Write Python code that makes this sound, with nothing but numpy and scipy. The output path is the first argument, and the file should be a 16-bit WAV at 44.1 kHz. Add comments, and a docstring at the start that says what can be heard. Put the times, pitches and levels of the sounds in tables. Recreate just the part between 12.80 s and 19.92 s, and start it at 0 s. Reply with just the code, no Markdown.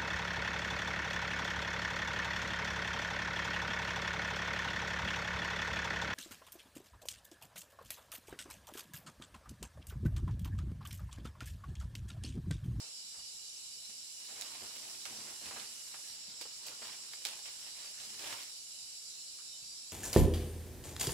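"""First one hears cicadas droning all around; then a dry fan-palm leaf is pulled off a pile, swung
overhead and slid onto a thatched roof. Filtered random fractures make its scrape and crackle, damped
modes its snapping ribs, resonant noise bursts its slaps, its stalk's knocks and soft steps on bare earth.
A nearer cicada (beating noise) swells and pauses, an insect trills on narrow noise bands, and distant
birds (sines) and chirping insects (resonant noise) sound through scattered echoes."""
import sys
import numpy as np
from scipy import signal
from scipy.fft import rfft, irfft
from scipy.io import wavfile

SR = 44100
rng = np.random.default_rng(int(sys.argv[2]) if len(sys.argv) > 2 else 0)


def to_wav(sig):
    """Store sig (one row per channel, or 1-D mono) as 16-bit WAV at the path in sys.argv[1].

    Samples outside -1..1 are clipped; the rate is SR.
    """
    pcm = np.clip(np.atleast_2d(sig), -1, 1) * 32767
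    pcm = np.round(pcm).astype(np.int16)
    wavfile.write(sys.argv[1], SR, pcm.T)  # frames by channels


N = 313988
TIME, HZ = np.arange(N) / SR, np.fft.rfftfreq(N, 1 / SR)

# Relative spectra of the leaf's scrape, crackle and low flexing: (frequency [Hz], density [dB per Hz])
SCRAPE_SPECTRUM = [(150, -23), (350, -9), (550, -2), (950, 0.5), (1600, -3), (2700, -1.5), (4500, -6),
                   (8000, -5), (15500, -22.5)]
CRACKLE_SPECTRUM = [(600, -16.5), (2000, -3.5), (4200, 0.5), (7000, -4.5), (11000, -9), (15500, -14.5)]
FLEX_SPECTRUM = [(20, -26), (45, -8.5), (80, -5.5), (135, 1.5), (170, -8), (225, 3.5), (310, 0.5),
                 (420, 0.5), (800, -21)]
# Strokes of the leaf over the pile, the arms and the roof, levels before the trims in rustle():
# (start [s], length [s], scrape [dB], flexing of the fan [dB], crackle of the tips [dB])
STROKES = [(1.476, 0.41, -57, -69, -71), (1.93, 0.26, -62.5, -68, -72), (2.264, 0.25, -56.5, -61.5, -77),
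           (2.602, .22, -54, -61.5, -75), (3.837, 0.089, -57, -68, -76), (4.004, 0.12, -58, -67, -66.5),
           (4.466, 0.06, -54.5, -73, -63.5), (4.64, .04, -59, -72, -70), (4.812, .07, -62.5, -77, -68),
           (4.956, 0.1, -60.5, -78, -68), (5.177, 0.23, -62, -67, -68.5), (5.377, 0.16, -52.5, -64, -68),
           (5.443, 0.091, -51, -65, -63), (5.57, 0.055, -71, -82, -65)]
GRIP_S, LET_GO_S = 0.023, 0.061  # rise time and release time constant of a stroke
# Soft stirring of the carried leaf, before the same trims: (scrape [dB], flexing [dB], crackle [dB])
CARRY_LEVELS = (-66.5, -77, -73)
CARRY_FROM_S, CARRY_TO_S, CARRY_EDGE_S = 1.337, 5.66, 0.076
# Ribs snapping, splintering before the trim in snaps():
# (time [s], crack level [dB], ring frequency [Hz], splintering level [dB])
SNAPS = [(1.1, -43, 5000, -41), (1.6118, -23, 6500, -35), (1.622, -27.5, 3900, -39),
         (1.982, -40, 5000, -38), (2.115, -38.5, 8000, -41), (2.254, -26.5, 4380, -30),
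         (2.659, -32, 4200, -50), (2.797, -36, 3220, -34), (3.612, -35, 5000, -29), (3.866, -29, 6400, -32),
         (3.884, -28.5, 4700, -48), (4.335, -30, 3770, -49), (4.4517, -16, 3800, -25),
         (4.4598, -32, 5000, -45), (4.4688, -26, 4700, -31), (4.656, -50, 3000, -34.5),
         (4.801, -37, 7000, -45), (5.393, -32, 5000, -38), (5.527, -41, 3800, -40), (6.078, -48, 4200, -61)]
# Modes of a broken rib: (share of the ring frequency [ratio], level [dB], decay time constant [s])
RIB_MODES = [(1, -2.5, .0006), (0.598, -12.5, .0011)]
CRACK_RISE_S = 0.0002
# Dry blades slapping and brushing: (time [s], level [dB], centre [Hz], decay time constant [s])
SLAPS = [(0.0, -59, 804, 0.066), (.34, -64, 1000, 0.058), (.385, -64.5, 1000, 0.036),
         (1.094, -64.5, 900, 0.017), (1.812, -56, 420, 0.056), (2.254, -47.5, 1290, 0.017),
         (2.708, -47.5, 1200, 0.023), (2.760, -46.5, 1110, 0.029), (3.140, -44, 1390, 0.0089),
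         (3.161, -56, 1900, 0.0075), (3.610, -47, 553, 0.0078), (3.652, -47.5, 657, 0.0084),
         (3.895, -59, 550, 0.017), (4.018, -46, 1010, 0.011), (4.046, -50, 1100, 0.0084),
         (4.088, -50, 2000, 0.021), (4.334, -43, 1390, 0.004), (4.4535, -50, 780, 0.029),
         (5.524, -44, 1300, 0.021)]
# Hard stalk on poles and other stalks: (time [s], level [dB], ring frequency [Hz], decay time constant [s])
KNOCKS = [(3.611, -58, 437, 0.016), (3.893, -58, 530, 0.019), (5.175, -55, 1770, 0.021),
          (6.585, -62, 1410, 0.029)]
# Thuds of feet and of the leaf's weight: (time [s], level [dB], centre [Hz], decay time constant [s])
THUDS = [(.368, -68, 60.6, 0.06), (.54, -69, 90, 0.035), (1.09, -65.5, 170, 0.024), (1.81, -64, 130, .05),
         (2.652, -55.5, 110, 0.025), (2.76, -61, 190, 0.023), (3.3, -68.5, 90, 0.04),
         (3.478, -67, 152, 0.037), (6.82, -68.5, 110, 0.068)]
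# Left-right correlation of the leaf: (frequency [Hz], correlation [0-1])
LEAF_CORRELATION = [(60, 1), (290, 1), (640, 0.82), (1410, 0.24), (3100, 0.8), (6800, 0)]
# Lateral balance of the leaf: (frequency [Hz], left minus right [dB])
LEAF_BALANCE = [(100, -1), (380, -0.5), (1100, -2.9), (2400, -4.5), (8000, -1)]
# Relative spectrum of the near cicada: (frequency [Hz], density [dB per Hz])
CICADA_SPECTRUM = [(4500, -63), (5700, 8.5), (6250, 8), (6800, -16), (8300, 5.5), (9400, 3.5), (10500, 5),
                   (11200, 2.5), (12200, -3.5), (13200, -11.5), (15500, -20)]
# Phrases of the near cicada: (start [s], climax [s], end [s], level at the climax [dB])
PHRASES = [(-.3, 2.7, 3.33, -53.5), (3.58, 5.43, 7.1, -56)]
SWELL_DB_PER_S, TIRE_DB_PER_S = 2.3, 2.5  # rise before the climax, fall after it
SONG_ATTACK_S, SONG_RELEASE_S = 0.11, 0.06
# Bouts of an insect trilling on one note: (start [s], end [s], level [dB])
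TRILL_BOUTS = [(-.2, 3.38, -65), (3.55, 6.1, -66), (6.3, 6.6, -70)]
# Two close lines of the trill: (frequency [Hz], -3 dB width [Hz], relative level [dB])
TRILL_LINES = [(2894, 98, 0.5), (3000, 75, -3)]
# Distant bird whistles, levels before echoes: (time [s], length [s], frequency [Hz], level [dB])
WHISTLES = [(.63, .07, 6190, -60), (.75, .06, 6300, -62), (2.58, 0.095, 4210, -60),
            (2.94, 0.066, 6230, -59.5), (5.054, .08, 6260, -64), (5.165, 0.055, 6250, -57),
            (6.35, .18, 4210, -59), (6.68, 0.085, 3737, -59.5), (6.716, .06, 3020, -64),
            (6.833, .11, 4750, -56.5)]
# Runs of shrill chirps, before echoes, the end itself excluded:
# (first chirp [s], end [s], spacing [s], frequency [Hz], level [dB])
CHIRPS = [(0.021, .5, 0.15, 5080, -56.5), (4.047, 4.72, 0.2, 5100, -64)]
# Cicada choirs: (frequency [Hz], -3 dB width [Hz], level [dB], mean throb rate [1/s], throb swing [dB])
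CHOIRS = [(2360, 210, -75.5, 3, -0.5), (2660, 91, -75.5, 4, 5.5), (4037, 510, -59, 4.9, 1.5),
          (4724, 440, -57, 6.5, 2), (5414, 570, -54, 7.5, 0.73), (7146, 660, -55.5, 10, 0.5),
          (7685, 650, -56, 7.6, 0.84), (10280, 92, -74.5, 1.8, 11)]
# Relative spectrum of the forest's soft wash: (frequency [Hz], density [dB per Hz])
FOREST_SPECTRUM = [(20, -24), (55, -0.5), (130, 0), (260, 0), (600, 0), (1200, -2), (2000, -2), (3300, 7.5),
                   (5500, 9), (8400, 7), (10800, 5), (12500, -8), (15500, -10.5)]
FOREST_DB = -55.5
# Left-right correlation of the wash: (frequency [Hz], correlation [0-1])
FOREST_CORRELATION = [(60, .6), (130, 0.46), (290, 0), (640, 0)]
# Lateral balance of wash and choirs: (frequency [Hz], left minus right [dB])
FOREST_BALANCE = [(100, 0.5), (700, -2), (1300, -2.5), (2500, -6.5), (4400, -2), (8000, -1.5),
                  (15000, -0.5)]
EDGE_HZ = 15800  # upper band limit


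def rustle():
    """Stick-slip friction: clumped fractures give dense scrape and sparse crackle; the fan flexes low."""
    scraping, flexing, crackling = handling()
    clumps = amp(1.4 * wander(hz=68) + 0.56 * wander(hz=23))
    scrape = colour(pair(grains(per_s=6000, spread_db=3.0), LEAF_CORRELATION), SCRAPE_SPECTRUM)
    scrape = scrape * scraping * amp(0.3)
    scrape = patchy(scrape, depth_db=1.95, width_hz=200, length_s=0.03)  # small patches of the scrape swell and fade in pitch and time
    crackle = colour(grains(per_s=1500, spread_db=2.0), CRACKLE_SPECTRUM) * crackling * amp(12.5)
    crackle = patchy(crackle, depth_db=2.5, width_hz=640, length_s=0.019)
    flex_noise = pair(rng.standard_normal((2, N)), LEAF_CORRELATION)
    flex = colour(flex_noise, FLEX_SPECTRUM) * flexing * amp(-2.3)
    return clumps * (scrape + crackle) + flex


def handling():
    """Power addition: strokes add to the carried leaf's stirring; returns scrape, flex and crackle gains."""
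    carrying = gate(CARRY_FROM_S, CARRY_TO_S, CARRY_EDGE_S, CARRY_EDGE_S)
    power = np.outer(amp(CARRY_LEVELS), carrying) ** 2
    for start, length, *levels_db in STROKES:
        power += np.outer(amp(levels_db), gate(start, start + length, GRIP_S, LET_GO_S)) ** 2
    return np.sqrt(power)


def grains(per_s, spread_db):
    """Impulsive excitation: random fractures, mostly small, reach the two sides with unlike strengths."""
    size = amp(spread_db * np.minimum(rng.exponential(1, N), 3))
    happens = rng.random(N) < per_s / SR
    return size * happens * rng.uniform(-0.89, 1, (2, N))


def snaps():
    """Modal decay: a breaking rib cracks and springs back in two modes, then its fibres splinter."""
    out, t = np.zeros((2, N)), np.arange(SR // 6) / SR
    for s, crack_db, hz, splinter_db in SNAPS:
        note = np.zeros(len(t))
        for share, db, decay_s in RIB_MODES:
            note += amp(db) * np.sin(2 * np.pi * hz * share * t) * np.exp(-t / decay_s)
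        tear = ring(rng.standard_normal((2, len(t))), 6100, q=1.0) * np.exp(-t / 0.00057)
        crack = (note + tear) * (1 - np.exp(-t / CRACK_RISE_S))
        bursts = 0.35 + (rng.random(len(t)) < 0.02) * 1.1  # sparse stronger breaks
        fibres = rng.standard_normal((2, len(t))) * bursts
        fibres = ring(fibres, hz, q=0.73) + 0.23 * fibres
        fibres = unit(ring(fibres, hz, q=0.44)) * np.exp(-t / 0.015)
        add(out, s, amp(crack_db) * crack + amp(splinter_db - 12.5) * fibres)
    return out


def blows(rows, q, rise_s):
    """Resonant impact: a flurry of contacts, as decaying noise, excites the struck thing's broad resonance."""
    out, t = np.zeros((2, N)), np.arange(SR // 3) / SR
    for s, level_db, hz, decay_s in rows:
        contacts = ring(ring(rng.standard_normal((2, len(t))), hz, q), hz, q)
        envelope = np.exp(-t / decay_s) * (1 - np.exp(-t / rise_s))
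        add(out, s, amp(level_db) * unit(contacts) * envelope)
    return pair(out, LEAF_CORRELATION)


def cicada():
    """Amplitude modulation: tymbal beats roughen a nearer cicada's buzz, which swells, tires and pauses."""
    tymbal_beat = np.sin(2 * np.pi * np.cumsum(210 * (1 + 0.1 * wander(hz=19.4))) / SR)
    buzz = colour((1 + 0.079 * tymbal_beat) * rng.standard_normal((2, N)), CICADA_SPECTRUM)
    song = np.zeros(N)
    for start, climax, end, level_db in PHRASES:
        effort_db = np.minimum(SWELL_DB_PER_S * (TIME - climax), TIRE_DB_PER_S * (climax - TIME))
        song += amp(level_db + effort_db) * gate(start, end, SONG_ATTACK_S, SONG_RELEASE_S)
    return buzz * song * pan(side_db=-5)


def trill():
    """Narrow-band noise: two close lines make one fluttering insect note, to the right, in bouts."""
    lines = sum(amp(level_db) * bell(hz, width_hz) for hz, width_hz, level_db in TRILL_LINES)
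    note = irfft(rfft(rng.standard_normal((2, N))) * lines, N)
    flutter = unit(amp(1.2 * wander(hz=30.2)))
    bouts = np.zeros(N)
    for start, end, level_db in TRILL_BOUTS:
        bouts += amp(level_db) * gate(start, end, attack_s=0.11, release_s=0.14)
    return unit(note) * flutter * bouts * pan(side_db=-5.5)


def callers():
    """Tone and resonance: wavering sines whistle as birds, ringing noise chirps as insects, with echoes."""
    out = np.zeros((2, N))
    waver = wander(hz=60)
    for s, length, hz, level_db in WHISTLES:
        pitch = hz * (1 + 0.0025 * waver[round(s * SR):][:round(length * SR)])
        whistle = np.sin(2 * np.pi * np.cumsum(pitch) / SR)
        add(out, s, amp(level_db) * whistle * signal.windows.tukey(len(pitch), 0.2))
    for first, last, spacing, hz, level_db in CHIRPS:
        pulses = sum(np.exp(-((TIME - s) / 0.024) ** 2) for s in np.arange(first, last, spacing))
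        rasp = unit(ring(ring(rng.standard_normal((2, N)), hz, q=12), hz, q=12))
        out += amp(level_db) * pulses * rasp
    return clearing(out, wet_db=0, t60=0.45)


def forest():
    """Incoherent summation: distant cicadas blur into throbbing tymbal-resonance bands over a soft wash."""
    wash = pair(rng.standard_normal((2, N)), FOREST_CORRELATION)
    out = amp(FOREST_DB) * colour(wash, FOREST_SPECTRUM)
    for hz, width_hz, level_db, rate, throb_db in CHOIRS:
        band = irfft(rfft(rng.standard_normal((2, N))) * bell(hz, width_hz), N)
        phase = 2 * np.pi * np.cumsum(rate * (1 + 0.25 * wander(hz=2))) / SR
        throb = np.sin(phase) + 0.4 * wander(hz=20)
        out += unit(band * amp(throb_db * throb)) * amp(level_db)
    return balance(out, FOREST_BALANCE)


def clearing(x, wet_db, t60, count=5):
    """Multipath reflection: sparse decaying echoes, from ground, shed and trunks, in sets that take turns."""
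    t = np.arange(SR // 2) / SR
    out = x
    for k in range(count):
        arrives = (rng.random((2, len(t))) < 2000 / SR) * (t > 0.004)
        taps = rng.standard_normal((2, len(t))) * arrives * 1000 ** (-t / t60)  # 60 dB down at t60 seconds
        taps /= np.linalg.norm(taps, axis=1, keepdims=True)
        # the sets peak one after another, twelve a second
        turn = np.abs((TIME * 12 - k + 1) % count - 1)
        fed = x * np.cos(np.pi / 2 * np.minimum(turn, 1))
        out = out + amp(wet_db) * signal.oaconvolve(fed, taps, axes=1)[:, :N]
    return out


def patchy(x, depth_db, width_hz, length_s):
    """Random fluctuation: small time-frequency regions swell and fade, making the texture uneven."""
    z = signal.stft(x, nperseg=512, noverlap=384)[2]
    field = rng.standard_normal(z.shape[1:])
    reach = np.arange(-40, 41)  # bins or frames
    for axis, span in enumerate([width_hz * 512 / SR, length_s * SR / 128]):
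        smoother = np.expand_dims(np.exp(-2 * (reach / span) ** 2), 1 - axis)
        field = signal.oaconvolve(field, smoother, "same")
    gains = unit(amp(depth_db * unit(field)))
    return signal.istft(z * gains, nperseg=512, noverlap=384)[1][:, :N]


def pair(x, likeness):
    """Interaural correlation: blends two unrelated channels to a given likeness at each frequency."""
    angle = np.arcsin(np.clip(spectrum(likeness), -1, 1)) / 2
    z = rfft(x)
    return irfft(np.cos(angle) * z + np.sin(angle) * z[::-1], N)


def balance(x, side):
    """Level difference by frequency: left minus right, split evenly between the channels."""
    return irfft(rfft(x) * amp(np.outer([0.5, -0.5], spectrum(side))), N)


def pan(side_db):
    """Level difference: left and right gains, left minus right in dB."""
    return amp([[side_db / 2], [-side_db / 2]])


def ring(x, hz, q):
    """Damped resonance: one two-pole peak of quality q."""
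    return signal.lfilter(*signal.iirpeak(min(hz, SR / 4), max(q, 0.5), SR), x)


def bell(hz, width_hz):
    """Gaussian band: gain over frequency, 3 dB down at the edges of its full width."""
    return 2 ** (-2 * ((HZ - hz) / width_hz) ** 2)


def colour(x, points):
    """Spectral shaping: filters x by a dB curve and scales it to rms 1."""
    return unit(irfft(rfft(x) * amp(spectrum(points)), N))


def spectrum(points):
    """Logarithmic frequency scale: interpolates (frequency [Hz], value) rows."""
    hz, value = np.transpose(points)
    return np.interp(np.log(HZ + 1), np.log(hz), value)


def wander(hz):
    """Low-passed noise: slow chance of rms 1, moving up to about hz times a second."""
    return unit(irfft(rfft(rng.standard_normal(N)) / (1 + (HZ / hz) ** 4), N))


def gate(start, end, attack_s, release_s):
    """Envelope: linear attack, hold and exponential release over the whole scene."""
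    return np.clip((TIME - start) / attack_s, 0, 1) * np.exp(-np.maximum(TIME - end, 0) / release_s)


def amp(db):
    """Decibel law: level to amplitude gain."""
    return 10 ** (np.asarray(db) / 20)


def unit(x):
    """Normalisation: scales to rms 1."""
    return x / np.sqrt(np.mean(x ** 2) + 1e-20)


def add(mix, s, sound):
    """Superposition: lays a sound into the mix at time s."""
    part = mix[:, max(round(s * SR), 0):][:, :sound.shape[-1]]
    part += sound[..., :part.shape[1]]


def scene():
    """Superposition: the leaf, a little to the right, and the steps amid the forest's insects and birds."""
    slaps = blows(SLAPS, q=0.17, rise_s=0.0011)
    knocks = blows(KNOCKS, q=2.5, rise_s=0.002)
    leaf = rustle() + slaps + knocks + snaps() * pan(side_db=-3.5)
    leaf = balance(clearing(leaf, wet_db=-7.5, t60=0.13), LEAF_BALANCE)
    steps = blows(THUDS, q=0.58, rise_s=0.0023)
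    insects = patchy(forest() + cicada(), depth_db=1.85, width_hz=47, length_s=0.029)
    return leaf + steps + insects + trill() + callers()


def record(dry):
    """Band limitation: a linear-phase low-pass removes the highest treble."""
    low_pass = signal.firwin(1023, EDGE_HZ, window=("kaiser", 9), fs=SR)
    return signal.oaconvolve(dry, low_pass[None], "same")


dry = scene()
out = record(dry)
to_wav(out)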